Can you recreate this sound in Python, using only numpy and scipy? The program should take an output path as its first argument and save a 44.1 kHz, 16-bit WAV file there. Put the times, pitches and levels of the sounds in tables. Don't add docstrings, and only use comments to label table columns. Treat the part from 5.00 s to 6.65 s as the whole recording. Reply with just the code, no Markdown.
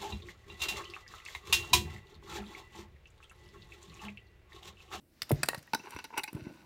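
import sys
import numpy as np
from scipy import signal
from scipy.fft import rfft, irfft, next_fast_len
from scipy.io import wavfile
from scipy.ndimage import uniform_filter1d, map_coordinates

SR = 44100
rng = np.random.default_rng(int(sys.argv[2]) if len(sys.argv) > 2 else 0)


def undo_db(level):
    steps = np.asarray(level, float) / 20
    return 10 ** steps


def log_audio(samples):
    frames = np.atleast_2d(samples).T
    limited = np.clip(frames, -1, 1)
    pcm = np.round(limited * 32767).astype(np.int16)
    wavfile.write(sys.argv[1], SR, pcm)


N = 72765


def unit(x):
    return x / np.sqrt(np.mean(x ** 2) + 1e-20)


def along(points, hz):
    f, v = np.transpose(points)
    return np.interp(np.log(hz + 1), np.log(f + 1), v)


def curve(rows):
    return np.interp(np.arange(N) / SR, *np.transpose(rows))


def wobble(rate):
    knots = rng.standard_normal(int(N * rate / SR) + 4)
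    return map_coordinates(knots, [np.arange(N) * rate / SR])


def filtered(x, response):
    m = next_fast_len(len(x) + SR // 2)
    return irfft(rfft(x, m) * response(np.fft.rfftfreq(m, 1 / SR)), m)[:len(x)]


def body(peaks):
    def response(f):
        total = 0
        for k, (centre, width, db) in enumerate(peaks):
            mode = 1j * f * width / (centre * centre - f * f + 1j * f * width)
            total = total + (-1) ** k * undo_db(db) * mode
        return total
    return response


def add(track, s, x):
    i = round(s * SR)
    track[i:i + len(x)] += x[:len(track) - i]


def noise(tone):
    return unit(filtered(rng.standard_normal(N), lambda f: undo_db(along(tone, f))))


# (frequency [Hz], level [dB])
HISS_TONE = [(18, -15), (30, 15.5), (145, 6.5), (523, -7), (5990, -49), (6480, -87), (7390, -22.5),
             (15800, -19)]


def hiss():
    return undo_db(-65) * noise(HISS_TONE)


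# (frequency [Hz], t60 [s])
ROOM_DECAY = [(200, 0.55), (1000, 0.18), (4000, 0.21), (12000, 0.24)]


def room(x):
    level_db, gap_s = -17, 0.0072
    out = np.zeros(N)
    for i in range(0, N, SR // 10):
        hz, t, z = signal.stft(rng.standard_normal(SR // 2), SR, nperseg=256)
        decay = undo_db(-60 * t / along(ROOM_DECAY, hz)[:, None])
        tail = signal.istft(z * decay, SR, nperseg=256)[1]
        tail = tail / np.linalg.norm(tail)
        add(out, i / SR + gap_s, signal.fftconvolve(x[i:i + SR // 10], tail))
    return undo_db(level_db) * out


# (time [s], level [dB])
SHUFFLE_LEVEL = [(0, -84), (.13, -74), (.2, -69), (.27, -64), (.36, -56), (.55, -60), (.68, -67),
                 (.85, -63), (1.08, -66), (1.3, -68), (1.65, -69)]
# (frequency [Hz], level [dB])
SHUFFLE_TONE = [(18, -43), (30, -84), (135, -20), (1260, -20.5), (1890, -18.5), (2530, -21), (6500, -24.5),
                (8450, -37), (14300, -120)]


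def shuffle():
    return undo_db(curve(SHUFFLE_LEVEL) + 1.5 * wobble(23.15)) * noise(SHUFFLE_TONE)


# (time [s], peak level [dB], spread [s sqrt(Hz)], softness [Hz])
THUMPS = [(0.217, -49, 0.11, 131), (0.3077, -17, 0.05, 790), (0.3103, -25.5, 0.065, 600),
          (0.3094, -17, 0.35, 156), (0.3148, -16.5, 0.069, 420), (.3225, -26, 0.061, 600),
          (0.434, -41, 0.049, 199), (0.487, -26.5, 0.0436, 550), (0.573, -37, 0.074, 163),
          (0.735, -32.5, 0.033, 332), (0.798, -43.5, 0.025, 340), (0.943, -40, 0.054, 86),
          (0.964, -38.5, 0.028, 464), (1.178, -40.5, 0.075, 383), (1.329, -37.5, 0.028, 322),
          (1.346, -28, 0.059, 169.4), (1.416, -37, 0.073, 131), (1.467, -32.5, 0.036, 304)]
# (frequency [Hz], width [Hz], level over the thump [dB])
FLOORBOARD = [(141, 9, 6)]


def thumps():
    lead = 200
    low_hz, first_hz = 48, 427
    far_spread = 0.42
    out, blow = np.zeros(N), np.zeros(SR // 3)
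    blow[lead] = 1
    for s, db, spread, soft_hz in THUMPS:
        def thump(f):
            g = np.minimum(f, first_hz)
            travel = np.exp(-4j * np.pi * spread * (np.sqrt(g) - g / 2 / np.sqrt(first_hz)))
            bass_cut = (1j * f / (low_hz + 1j * f)) ** 2
            soft = 1 + 0.9j * f / soft_hz - (f / soft_hz) ** 2
            hum = 1 + spread / far_spread * body(FLOORBOARD)(f)
            return travel * bass_cut / soft ** 2 * hum
        x = filtered(blow, thump)
        add(out, s - lead / SR, undo_db(db) * x / np.abs(x).max())
    return out


def slips():
    slips_per_s, grain_db = 500, 5
    u, e, a = rng.random(N), rng.exponential(size=N), rng.standard_normal(N)
    grains = (u < slips_per_s / SR) * undo_db(grain_db * np.minimum(e, 3)) * np.sign(a)
    return grains + 0.19 * a


# (time [s], level [dB])
DRAG_LEVEL = [
    (1.31, -74),
    (1.35, -44),
    (1.38, -51),
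    (1.41, -50.5),
    (1.51, -51.5),
    (1.57, -63.5),
    (1.65, -58.5),
]
# (frequency [Hz], width [Hz], level [dB])
HOLLOW = [(210, 77, -7.5), (309, 26, 0.5), (355, 24, -5), (617, 77, -13.5)]


def drag():
    level = undo_db(curve(DRAG_LEVEL) + 3 * wobble(35.2))
    drum = filtered(slips(), lambda f: body(HOLLOW)(f) / (1 + (f / 1200) ** 2))
    return level * unit(drum)


# (time [s], level [dB])
SLIDE_LEVEL = [(0.7, -97), (0.76, -102), (0.82, -68.5), (0.86, -56), (0.895, -62), (0.92, -50),
               (0.955, -59.5), (1.02, -66.5), (1.08, -87), (1.14, -71), (1.18, -60), (1.21, -81),
               (1.31, -79), (1.37, -61.5), (1.6, -68)]
# (frequency [Hz], width [Hz], level [dB])
BOX = [(304, 92, -2.5), (420, 98, -2), (873, 96, 5.5), (999, 188, 2), (1484, 76, -0.5), (2210, 260, -5),
       (2665, 85, 1.5), (2858, 108, -4.5), (4020, 680, -6), (4840, 310, -5.5), (5830, 134, 0.5)]
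# (frequency [Hz], level [dB])
CRACK = [(500, -17.5), (2000, -6.5), (6300, -16.5), (8000, -10), (12000, -12.5), (15500, -17.5)]


def slide():
    lumpy_db, bend_share, soft_hz = 3, 0.1, 2480
    low_level = undo_db(lumpy_db * wobble(40.4))
    low = low_level * unit(filtered(slips(), body(BOX[:5])))
    high_level = undo_db(lumpy_db * wobble(37.22) + 1)
    high = filtered(slips(), lambda f: body(BOX[4:])(f) / (1 + (f / soft_hz) ** 2))
    high = high_level * unit(high)
    bend = bend_share * wobble(30)
    drift = np.cumsum(bend - uniform_filter1d(bend, size=SR // 8))
    low = map_coordinates(low, [np.arange(N) + drift])
    dry_hiss = undo_db(-11.5 + lumpy_db * wobble(53.6)) * noise(CRACK)
    return undo_db(curve(SLIDE_LEVEL)) * (low + high + dry_hiss)


def contacts(hits, peaks, tone=CRACK):
    chatter_db, grit_db = 7, 4
    blow, sharp_s = 9, 0.031
    treble_hz, treble_share = 3300, 0.77
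    edge_hz, crack_t60 = 7100, 0.008
    out, t = np.zeros(N), np.arange(SR // 10) / SR
    for s, db, crack_db, t60, hard_db in hits:
        a, b, e = rng.standard_normal((3, len(t)))
        chatter = a * undo_db(chatter_db * np.abs(e) - 60 * t / max(t60, 0.002))
        chatter *= 1 - np.exp(-t / t60 ** 2 - (sharp_s / t60) ** 4)
        chatter[:3] += blow * min(1, (sharp_s / t60) ** 2)
        tilted = []
        for (centre, width, gain), z in zip(peaks, 2 * b):
            gain = gain + hard_db * np.log2(centre / 1500) + z
            if centre > treble_hz:
                gain += treble_share * min(crack_db - 0.5, 0)
            tilted.append((centre, width, gain))
        ring = filtered(chatter, lambda f: body(tilted)(f) / (1 + 1j * f / edge_hz) ** 2)
        grit = b * undo_db(grit_db * np.abs(e[::-1]))
        crack = filtered(grit, lambda f: undo_db(along(tone, f)))
        crack = crack * undo_db(-60 * t / (crack_t60 + t60 / 2))
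        both = ring / np.abs(ring).max() + undo_db(crack_db) * crack / np.abs(crack).max()
        add(out, s, undo_db(db) * both / (1 + undo_db(crack_db)))
    return out


# (frequency [Hz], width [Hz], level [dB])
NUT_HITS = [
    (.76, -52, -24, 0.029, -2),
    (.7765, -56, -22, .02, 3),
    (.791, -48, -20, 0.042, 0),
    (.837, -50, -20, 0.027, -3),
]
NUT = [(5340, 300, -6), (6030, 230, 0)]


def loose_nut():
    return contacts(NUT_HITS, NUT)


SNAP_HITS = [
    (.2935, -29, 6, 0.07, -5),
    (.3004, -37, 20, .02, 3),
    (.3152, -22, 32, 0.036, -10),
    (.6705, -47, 20, .01, 0),
    (.9068, -57, 20, 0.019, 0),
    (.933, -52, 20, .05, -2),
    (1.3299, -39, 25, .035, 0),
]
# (frequency [Hz], level [dB])
SNAP_TONE = [(2000, -3), (6300, -16), (9000, -6), (12500, -1.5), (15500, -9.5)]
AXLE = [(1960, 470, -7.5), (3670, 830, 2.5), (4530, 660, 4.5), (5150, 460, 13)]


def snaps():
    return contacts(SNAP_HITS, AXLE, SNAP_TONE)


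AXLE_HITS = [
    (.2192, -15.5, -2, 0.024, -5),
    (.2304, -28, 7, 0.02, -41),
    (.5814, -35.5, 10, 0.035, -8),
    (.8564, -57, 12, 0.011, 0),
    (.9484, -42, 24, 0.019, 9),
    (1.0504, -34, 0.5, 0.02, 15),
]


def axles():
    return contacts(AXLE_HITS, AXLE)


RIM_HITS = [
    (1.2345, -23, 1, .008, 12),
    (1.237, -23.5, -4, 0.021, 0),
    (1.2395, -22.5, 7, 0.012, -12),
    (1.243, -33.5, -25, .03, 3),
]
RIM = [(850, 51, -5.5), (1540, 57, -7), (2123, 82, 4), (2490, 99, -2), (3820, 220, 0), (4670, 260, -2)]


def box_rim():
    return contacts(RIM_HITS, RIM)


LID_HITS = [
    (.734, -18, -11.5, 0.017, 2),
    (.7362, -16.5, -16.5, 0.0086, 0),
    (.7465, -20.5, 0, 0.027, 19),
    (.7485, -17.5, -2.5, .02, -2.5),
    (.7505, -28, -13.5, 0.027, -1.5),
]
LID = [(284, 107, -8), (892, 60, 0), (1482, 88, -4), (2230, 110, -16), (2530, 170, -14.5), (3720, 240, -11),
       (3953, 94, -3.5), (4600, 170, -6), (5360, 250, -10), (5600, 110, -22), (5900, 160, -9.5)]


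def box_lid():
    return contacts(LID_HITS, LID)


BOX_HITS = [(.796, -40.5, -18, 0.035, 2), (.831, -64, -20, .02, -4), (.838, -43, -23, 0.065, -3.5),
            (.846, -50, -23, 0.019, -20), (.858, -41, -25, 0.012, -1.5), (.871, -36.5, -32, 0.024, -5),
            (.899, -63, -25, .015, 8), (.907, -33.5, 5, .02, 1.5), (.926, -44, -28, 0.042, 0),
            (.963, -28.5, -12.5, 0.035, 1), (.988, -31, -11, 0.042, 1.5), (1.001, -43, -17, 0.024, 8),
            (1.042, -28, 0, 0.045, 0), (1.104, -41, -41, 0.039, -3.5), (1.127, -41, -38, 0.044, -7),
            (1.136, -34.5, -38, 0.054, -4), (1.144, -54, -21, 0.024, -2), (1.161, -32.5, -22, 0.091, 0.5),
            (1.174, -23, -21, 0.049, 4.5), (1.178, -17.5, 19, 0.031, -12), (1.1805, -25, -9, 0.025, 7),
            (1.184, -23.5, -7.5, 0.022, 0), (1.1875, -28, -10, 0.044, 0), (1.191, -31, 6, 0.013, 12),
            (1.194, -23.5, -18, 0.027, 3.5), (1.204, -55, -20, 0.015, -1), (1.277, -32, -13, 0.053, 5),
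            (1.285, -68, -30, 0.0093, 9), (1.349, -34.5, -7, 0.075, -14.5), (1.365, -42.5, -26, 0.055, -5),
            (1.468, -43, -40, 0.047, -4)]


def box():
    return contacts(BOX_HITS, BOX)


TAIL_HITS = [
    (.4319, -16, -7, 0.0045, 2),
    (.4326, -9.5, -4.5, 0.02, -1),
    (.4342, -17, -8.5, 0.031, 2),
    (.445, -35.5, -18, 0.011, -4),
]
TAIL = [(600, 310, -7.5), (1563, 350, -2), (2560, 100, -4), (3940, 120, -5), (4710, 240, 4),
        (8200, 1100, -2), (9400, 270, -9)]


def board_tail():
    return contacts(TAIL_HITS, TAIL)


BOARD_HITS = [(.459, -30.5, 13, .025, 8), (.4863, -12.5, 1, 0.021, -1), (.4872, -11, 2.5, 0.0087, 2.5),
              (.4905, -23.5, -5, .03, 4), (.499, -35, -25, 0.04, 7), (.532, -27.5, -33, 0.0015, -2.5),
              (.546, -22.5, -2, 0.031, -1.5), (.577, -40.5, -9, 0.025, 11), (.591, -41, 1, 0.019, 3),
              (.627, -42.5, 6, 0.047, 24), (.676, -47.5, -25, 0.01, 3.5)]
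BOARD = [(550, 280, -2), (950, 78, 3.5), (1116, 32, 2.5), (1490, 500, -1.5), (1887, 59, 11), (2647, 75, 1),
         (4100, 350, 2), (4620, 400, 1.5), (6000, 1300, -6.5)]


def board():
    return contacts(BOARD_HITS, BOARD)


def scene():
    near = board() + axles() + snaps() + box() + box_lid()
    near += board_tail() + loose_nut() + box_rim()
    near += thumps() + slide() + drag()
    return (shuffle() + near + room(near) + hiss())[None]


# (frequency [Hz], width [Hz], share lost)
MIC_DIPS = [(3327, 167, 0.58), (6420, 280, 0.68)]


def microphone(x):
    low_hz, top_hz = 36, 16000

    def response(f):
        dips = 1
        for centre, width, share in MIC_DIPS:
            dips = dips * (1 - min(share, 1) * body([(centre, width, 0)])(f))
        return dips * (1j * f / (low_hz + 1j * f)) ** 4 / (1 + (f / top_hz) ** 60)
    return filtered(x, response)


def top_cut(x):
    return signal.sosfilt(signal.butter(12, 17000, fs=SR, output="sos"), x)


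def record(dry):
    mix = microphone(dry[0])[None]
    return top_cut(mix)


dry = scene()
out = record(dry)
log_audio(out)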